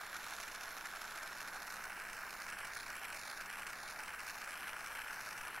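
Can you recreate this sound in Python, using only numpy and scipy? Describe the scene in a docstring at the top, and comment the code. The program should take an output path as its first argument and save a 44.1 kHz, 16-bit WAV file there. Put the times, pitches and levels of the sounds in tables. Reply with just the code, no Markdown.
"""A small gas torch sweeps over a soldering block in a quiet humming workshop.
Noise bursts roar and spit throughout, the nozzle hisses, microphones add self-noise.
At first the sweeps are small and the dead spots shallow; these reach full depth by 1.7 s.
From about 2 s wide sweeps make block and bench echo lags swing, so the combing glides;
single strong bursts flare up to the end, as the hum's low and high tones fade."""
import sys
import numpy as np
from scipy import signal
from scipy.fft import rfft, irfft, next_fast_len
from scipy.io import wavfile
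from scipy.ndimage import uniform_filter1d, map_coordinates

SR = 44100
rng = np.random.default_rng(int(sys.argv[2]) if len(sys.argv) > 2 else 0)


def undo_db(level):
    """Turn decibels back into plain size, where 20 dB means ten times bigger."""
    steps = np.asarray(level, float) / 20
    return 10 ** steps


def store_wav(level_fs):
    """Save 16-bit WAV to argv[1]."""
    pcm = np.round(np.clip(np.atleast_2d(level_fs), -1, 1) * 32767)
    wavfile.write(sys.argv[1], SR, pcm.T.astype(np.int16))


N = 246959

# Turning points of the hand: t/s, block echo lag/ms
HAND_TURNS = [(0, 0.2), (.2, 0.17), (.5, 0.16), (.8, 0.17), (1, 0.17), (1.25, 0.16), (1.55, 0.17),
              (2.0, 0.12), (2.4, 0.16), (2.58, 0.093), (2.8, 0.2), (3.03, 0.078), (3.28, 0.2),
              (3.57, 0.092), (3.85, 0.19), (4.09, 0.11), (4.34, 0.16), (4.62, 0.082), (4.82, 0.13),
              (5.0, 0.095), (5.26, 0.16), (5.5, 0.094)]
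# Narrow whistles and dead spots: f/Hz, width/Hz, boost/dB
NARROW_MODES = [(4300, 320, 12), (5330, 450, 10.5), (7310, 230, 8.5), (8780, 380, -18), (9450, 310, 12),
                (11540, 330, 11.5), (12800, 300, 7), (13700, 320, 11), (14200, 400, -8), (15000, 280, 11)]


def unit(x):
    """Scale to rms 1."""
    return x / np.sqrt(np.mean(x ** 2) + 1e-20)


def along(points, hz):
    """Interpolate (f/Hz, value) points on a log frequency axis."""
    f, v = np.transpose(points)
    return np.interp(np.log(hz + 1), np.log(f + 1), v)


def curves(rows):
    """One value per sample for each column after t/s."""
    s, *cols = np.transpose(rows)
    return [np.interp(np.arange(N) / SR, s, c) for c in cols]


def wobble(knots_per_s):
    """Smooth random curve: spline through normal draws."""
    return map_coordinates(rng.standard_normal(N // 8), [np.arange(N) * knots_per_s / SR])


def filtered(x, db_at):
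    """Causal minimum-phase filter of gain db_at(f/Hz), by folding the cepstrum."""
    m = 2 * next_fast_len(N // 2 + 4096)
    log_gain = np.log(undo_db(db_at(np.fft.rfftfreq(m, 1 / SR))))
    cepstrum = irfft(log_gain, m)
    cepstrum[..., 1:m // 2] *= 2
    cepstrum[..., m // 2 + 1:] = 0
    response = np.exp(rfft(cepstrum))
    return irfft(rfft(x, m) * response, m)[..., :N]


def coloured(x, spectrum):
    """Filter x by (f/Hz, gain/dB) points."""
    return filtered(x, lambda hz: along(spectrum, hz))


def rings(modes, hz):
    """Summed boost/dB of (f/Hz, width/Hz, boost/dB) resonances."""
    return sum(db / (1 + (2 * (hz - c) / w) ** 2) for c, w, db in modes)


def swings(turns):
    """Hand motion: at rest at each turning point, fastest halfway (half-cosine)."""
    s, v = np.transpose(turns)
    place = np.interp(np.arange(N) / SR, s, np.arange(len(s)))
    whole = np.floor(place)
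    eased = whole + .5 - .5 * np.cos(np.pi * (place - whole))
    return np.interp(eased, np.arange(len(s)), v)


def capsules():
    """Self-noise: independent coloured hiss in each microphone."""
    # Spectrum: f/Hz, relative level/dB
    self_noise = [(2000, -14), (4000, -10.5), (8000, 9.5), (10000, 2), (15000, -20)]
    return undo_db(-72.5) * unit(coloured(rng.standard_normal((2, N)), self_noise))


def workshop():
    """Low rumble, almost alike at both microphones, under unsteady mains and fan tones."""
    # Rumble: f/Hz, relative level/dB
    rumble = [(12, 2), (22, -3), (33, -11.5), (43, -5), (52, -15), (80, -20.5), (100, -14), (135, -18),
              (175, -13), (215, -12), (300, -13), (500, -12), (700, -22.5), (1100, -120)]
    # Hum tones, low to high: f/Hz
    hum_hz = (57.6, 121.7, 191.2)
    # Mean tone levels: t/s, low/dB, middle/dB, high/dB
    hum_levels = [(0, -87, -84, -77), (1.1, -77, -81, -74.5), (1.6, -73, -76, -75.5),
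                  (4.1, -73, -77, -73.5), (4.8, -75, -74.5, -86), (5.6, -89, -76, -82)]
    waver_db = 2
    mid, side = coloured(rng.standard_normal((2, N)), rumble)
    side = coloured(side, [(30, -65), (125, -16.5), (400, -14.5)])
    t = np.arange(N) / SR
    hum = 0
    for hz, db in zip(hum_hz, curves(hum_levels)):
        level = undo_db(db + waver_db * wobble(3.6))
        phase = 2 * np.pi * hz * t + (hz / 130) ** 2 * wobble(6)
        hum = hum + level * np.sin(phase)
    return undo_db(-63.5) / np.std(mid) * np.array([mid + side, mid - side]) + hum


def walls(x):
    """Reverberation by decaying noise; a fresh random tail every 1/4 s keeps it free of fixed ripple."""
    # Decay: f/Hz, t60/s
    decay = [(300, 0.32), (2000, 0.38), (10000, 0.11)]
    wet, step = np.zeros((2, N + SR)), SR // 4
    for start in range(0, N, step):
        hz, t, z = signal.stft(rng.standard_normal((2, step)), SR, nperseg=256)
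        decay_db = -60 * t / along(decay, hz)[:, None]
        tail = signal.istft(z * undo_db(decay_db), SR, nperseg=256)[1]
        tail = tail / np.linalg.norm(tail[0])
        part = signal.fftconvolve(x[None, start:start + step], tail, axes=1)
        wet[:, start:start + part.shape[1]] += part
    return wet[:, :N]


def block(x, share, bench_swing, spread_ms):
    """Direct sound plus block and later bench echoes; lags differ slightly between microphones."""
    # Bench path, changing throughout: t/s, echo share, lag before hand swing/ms
    bench = [(0, 0.095, 0.14), (.7, 0.1, 0.16), (1.7, 0.046, 0.11), (1.95, 0.1, 0.28), (4.3, 0.11, 0.27),
             (5.6, 0.15, 0.23)]
    lag_ms = swings(HAND_TURNS)
    bench_share, bench_ms = curves(bench)
    bench_lag_ms = bench_ms + bench_swing * lag_ms

    def late(ms):
        """x delayed by a varying fractional lag."""
        return map_coordinates(x, [np.arange(N) - ms * SR / 1000], order=5)

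    return np.array([x + share * late(lag_ms + ms) + bench_share * late(bench_lag_ms + ms)
                     for ms in (-spread_ms, spread_ms)])


def shaded(x):
    """Dead spots glide as the flame passes behind the metal piece; shallow at first."""
    # Flame in front of the piece, at full depth: f/Hz, width/Hz, boost/dB
    in_front = [(3550, 650, -9), (6800, 500, -10), (12200, 600, -1)]
    # Flame behind the piece, at full depth: f/Hz, width/Hz, boost/dB
    in_shade = [(2900, 650, -12), (8200, 550, -7), (12200, 600, -5)]
    shade_from_ms, shade_full_ms = 0.099, 0.21  # block echo lags
    hz, t, z = signal.stft(x, SR, nperseg=256)
    lag_ms = np.interp(t, np.arange(N) / SR, swings(HAND_TURNS))
    behind = np.clip((lag_ms - shade_from_ms) / (shade_full_ms - shade_from_ms), 0, 1)
    spots = np.multiply.outer(in_front, 1 - behind) + np.multiply.outer(in_shade, behind)
    depth = np.interp(t, (1.1, 1.7), (.45, 1))  # t/s, share of full depth
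    return signal.istft(z * undo_db(depth * rings(spots, hz[:, None])), nperseg=256)[1][:N]


def nozzle():
    """Gas jet: hiss with faint whistles; its bands waver slowly at random."""
    # Hiss: f/Hz, relative level/dB
    hiss = [(2000, -10), (4000, -6), (7000, 2.5), (8800, -6), (10500, 4.5), (12200, -2), (14200, -2.5),
            (15600, -4.5)]
    gas = filtered(rng.standard_normal(N), lambda hz: along(hiss, hz) + rings(NARROW_MODES, hz))
    hz, t, z = signal.stft(gas, SR, nperseg=256)
    field = uniform_filter1d(rng.standard_normal(z.shape), size=4, axis=0)
    field = uniform_filter1d(field, size=60, axis=1)
    return undo_db(-59.0) * unit(signal.istft(z * undo_db(2.1 * unit(field)), nperseg=256)[1][:N])


def patchy(depth_db, eddies):
    """Turbulent noise: bands flutter quickly, partly on their own, partly with the eddies."""
    hz, t, z = signal.stft(rng.standard_normal(N), SR, nperseg=128)
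    field = uniform_filter1d(rng.standard_normal(z.shape), size=2, axis=0)
    field = uniform_filter1d(field, size=5, axis=1)
    flutter_db = depth_db * np.tanh(0.39 * unit(field))
    return unit(eddies * signal.istft(z * undo_db(flutter_db), nperseg=128)[1][:N])


def bursts():
    """Envelope of the strong bursts: each flares at once, holds and dies quickly."""
    # Strongest bursts of burning: t/s, level over the even-flame reference/dB, length/ms
    strong_bursts = [(0.1435, 9.2, 4.2), (0.1678, 10.6, 7.2), (0.2428, 8.3, 7.1), (0.2667, 8.9, 5.2),
                     (0.285, 8.6, 3.8), (0.3083, 8.5, 8.0), (0.3523, 8.7, 4.4), (0.3653, 8.5, 5.2),
                     (0.4018, 12.2, 4.7), (0.4307, 10.1, 5.7), (0.6367, 8.6, 12.0), (0.6578, 8.6, 4.4),
                     (0.769, 8.3, 4.5), (0.8576, 8.4, 8.2), (1.0175, 9.5, 12.0), (1.1096, 8.7, 4.9),
                     (1.2332, 10.1, 8.9), (1.2761, 8.4, 3.8), (1.407, 9.0, 9.3), (1.4768, 8.4, 4.5),
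                     (1.6222, 8.3, 6.3), (1.6711, 8.3, 8.5), (1.7244, 8.9, 4.4), (1.7418, 9.5, 6.6),
                     (1.7685, 9.0, 5.5), (1.8552, 8.5, 4), (2.3075, 8.5, 5), (2.5265, 8.3, 5),
                     (2.6545, 8.6, 7.4), (2.7518, 9.2, 8.9), (2.7714, 10.2, 10.9), (3.0534, 8.6, 8.8),
                     (3.1289, 9.5, 9.0), (3.1479, 8.8, 9.3), (3.1952, 8.4, 8.5), (3.2145, 8.3, 4.5),
                     (3.2783, 10.3, 12.0), (3.301, 10.8, 6.4), (3.3137, 9.2, 4.6), (3.5972, 8.8, 4.6),
                     (3.9015, 8, 5), (4.2686, 8.4, 12.0), (4.355, 8, 6), (4.9529, 8.7, 4.9),
                     (4.973, 8.9, 6.2), (5.1304, 9.0, 8.8), (5.2902, 9.8, 4.8), (5.3085, 8.4, 3.2),
                     (5.3296, 10.9, 5.9), (5.4814, 8.6, 5.3)]
    out = np.zeros(N)
    age_ms = np.arange(-SR // 50, SR // 50) * 1000 / SR
    steepness = np.where(age_ms < 0, 6, 2.5)
    for s, db, ms in strong_bursts:
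        shape = np.exp(-np.abs(age_ms / (0.44 * ms)) ** steepness)
        out[round(s * SR) - SR // 50:][:len(age_ms)] += undo_db(db) * shape
    return out


def flame():
    """Gas eddies burn in bursts that both ruffle the roar and set off the spits."""
    # Spitting before trim and eddies: t/s, level/dB
    spitting = [(0, -57), (.36, -52), (.56, -55.5), (1.36, -55.5), (1.42, -52), (1.52, -57), (1.72, -53.5),
                (2.34, -55.5), (2.42, -52), (2.55, -54), (3.09, -53.5), (4.04, -53.5), (4.13, -59),
                (4.2, -52.5), (5.07, -54), (5.15, -52), (5.6, -54.5)]
    # Roar and spit colours: f/Hz, relative level/dB
    roar_colour = [(150, -25), (400, -20.5), (520, -14.5), (620, -6), (860, -3), (1000, -2), (1500, 3),
                   (1700, 1), (2000, -3.5), (2500, -5.5), (3500, -8), (4500, -18), (7000, -37.5)]
    spit_colour = [(500, -17), (1500, -2.5), (2500, 9.5), (4000, 2), (4800, -1), (6200, 0), (6800, -2.5),
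                   (8500, -3.5), (10500, -3), (12200, -9.5), (15500, -16.5)]
    # Brightness of strong bursts over even spitting: f/Hz, gain/dB
    flare_tilt = [(5000, -0.5), (10000, 1.5)]
    # Resonances around the flame: f/Hz, width/Hz, boost/dB
    throat = [(847, 37, 3), (1403, 110, 2.5), (1670, 146, 2), (1900, 370, 2), (2263, 196, 3)]
    even_db, burst_roar, modes_share = -56, 0.18, 0.21
    core_hz, core_width_hz, core_db = 1546, 294, -57.5  # hollow ring of the burner mouth

    spit_db, = curves(spitting)
    swirl = .3 * wobble(40) + .6 * wobble(90) + .9 * wobble(250)
    eddies = np.tanh(swirl - uniform_filter1d(swirl, size=SR // 9))  # bounded, no slow gusts
    strong = bursts()

    lift = np.maximum(undo_db(2.4 * eddies), 1 + burst_roar * strong)
    lull = undo_db(2.0 * np.minimum(eddies, 0))
    roar = patchy(6.4, lift * lull) * undo_db(-50)

    grit = unit(undo_db(9.3 * np.tanh(2.8 * wobble(700))) * rng.standard_normal(N))
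    spit_gate = unit(undo_db(3.4 * eddies + 5 * np.maximum(eddies, 0) ** 3))
    sparks = grit * spit_gate * undo_db(spit_db + 0.28) / (1 + strong)  # strong bursts displace even spits
    flares = undo_db(even_db) * strong * unit(0.56 * grit + rng.standard_normal(N))
    sparks = sparks + coloured(flares, flare_tilt)

    white = rng.standard_normal(N)  # reference for unit-gain colours
    both = sum(coloured(x, colour) / np.std(coloured(white, colour))
               for x, colour in ((roar, roar_colour), (sparks, spit_colour)))
    body = filtered(both, lambda hz: rings(throat, hz) + modes_share * rings(NARROW_MODES, hz))
    core = unit(filtered(rng.standard_normal(N),
                         lambda hz: -20 * np.log10(1 + (2 * (hz - core_hz) / core_width_hz) ** 2)))
    return body + undo_db(core_db + 3.4 * eddies) * core


def scene():
    """Torch over the block, in the workshop."""
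    # Torch drifts across the microphones: t/s, left over right/dB
    drift = [(0, -2), (.8, -2), (1.8, -2), (5.6, -0.2)]
    wall_colour = [(300, -12.0), (900, -26), (1500, -30.5), (2500, -29), (5000, -23.5),
                   (8500, -3.5), (11000, -26), (12700, -14), (15000, -16)]  # f/Hz, gain/dB
    fire, jet = shaded(flame()), shaded(nozzle())
    wet = coloured(walls(fire + jet), wall_colour)
    near = block(fire + 0.29 * jet, share=0.26, bench_swing=0.86, spread_ms=0.0036)
    near = near + 0.53 * jet  # part of the hiss misses the block
    pan = undo_db(np.outer([.5, -.5], curves(drift)[0]))
    return pan * near + wet + workshop() + capsules()


def low_pass(x):
    """Removes everything above the highest recorded frequency."""
    return signal.sosfilt(signal.butter(12, 16460, fs=SR, output="sos"), x)


def record(dry):
    """Microphone pair: left/right balance varies with frequency; 60 dB cut above the band limit."""
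    # Balance: f/Hz, left over right/dB
    lean = [(90, 0), (300, -0.2), (2400, 1.24), (4400, -1.5), (8000, -1.5), (13000, 0.5)]
    top_hz = 15820
    mix = filtered(dry, lambda hz: np.outer([.5, -.5], along(lean, hz)) - 60 * (hz > top_hz))
    return low_pass(mix)


dry = scene()
out = record(dry)
store_wav(out)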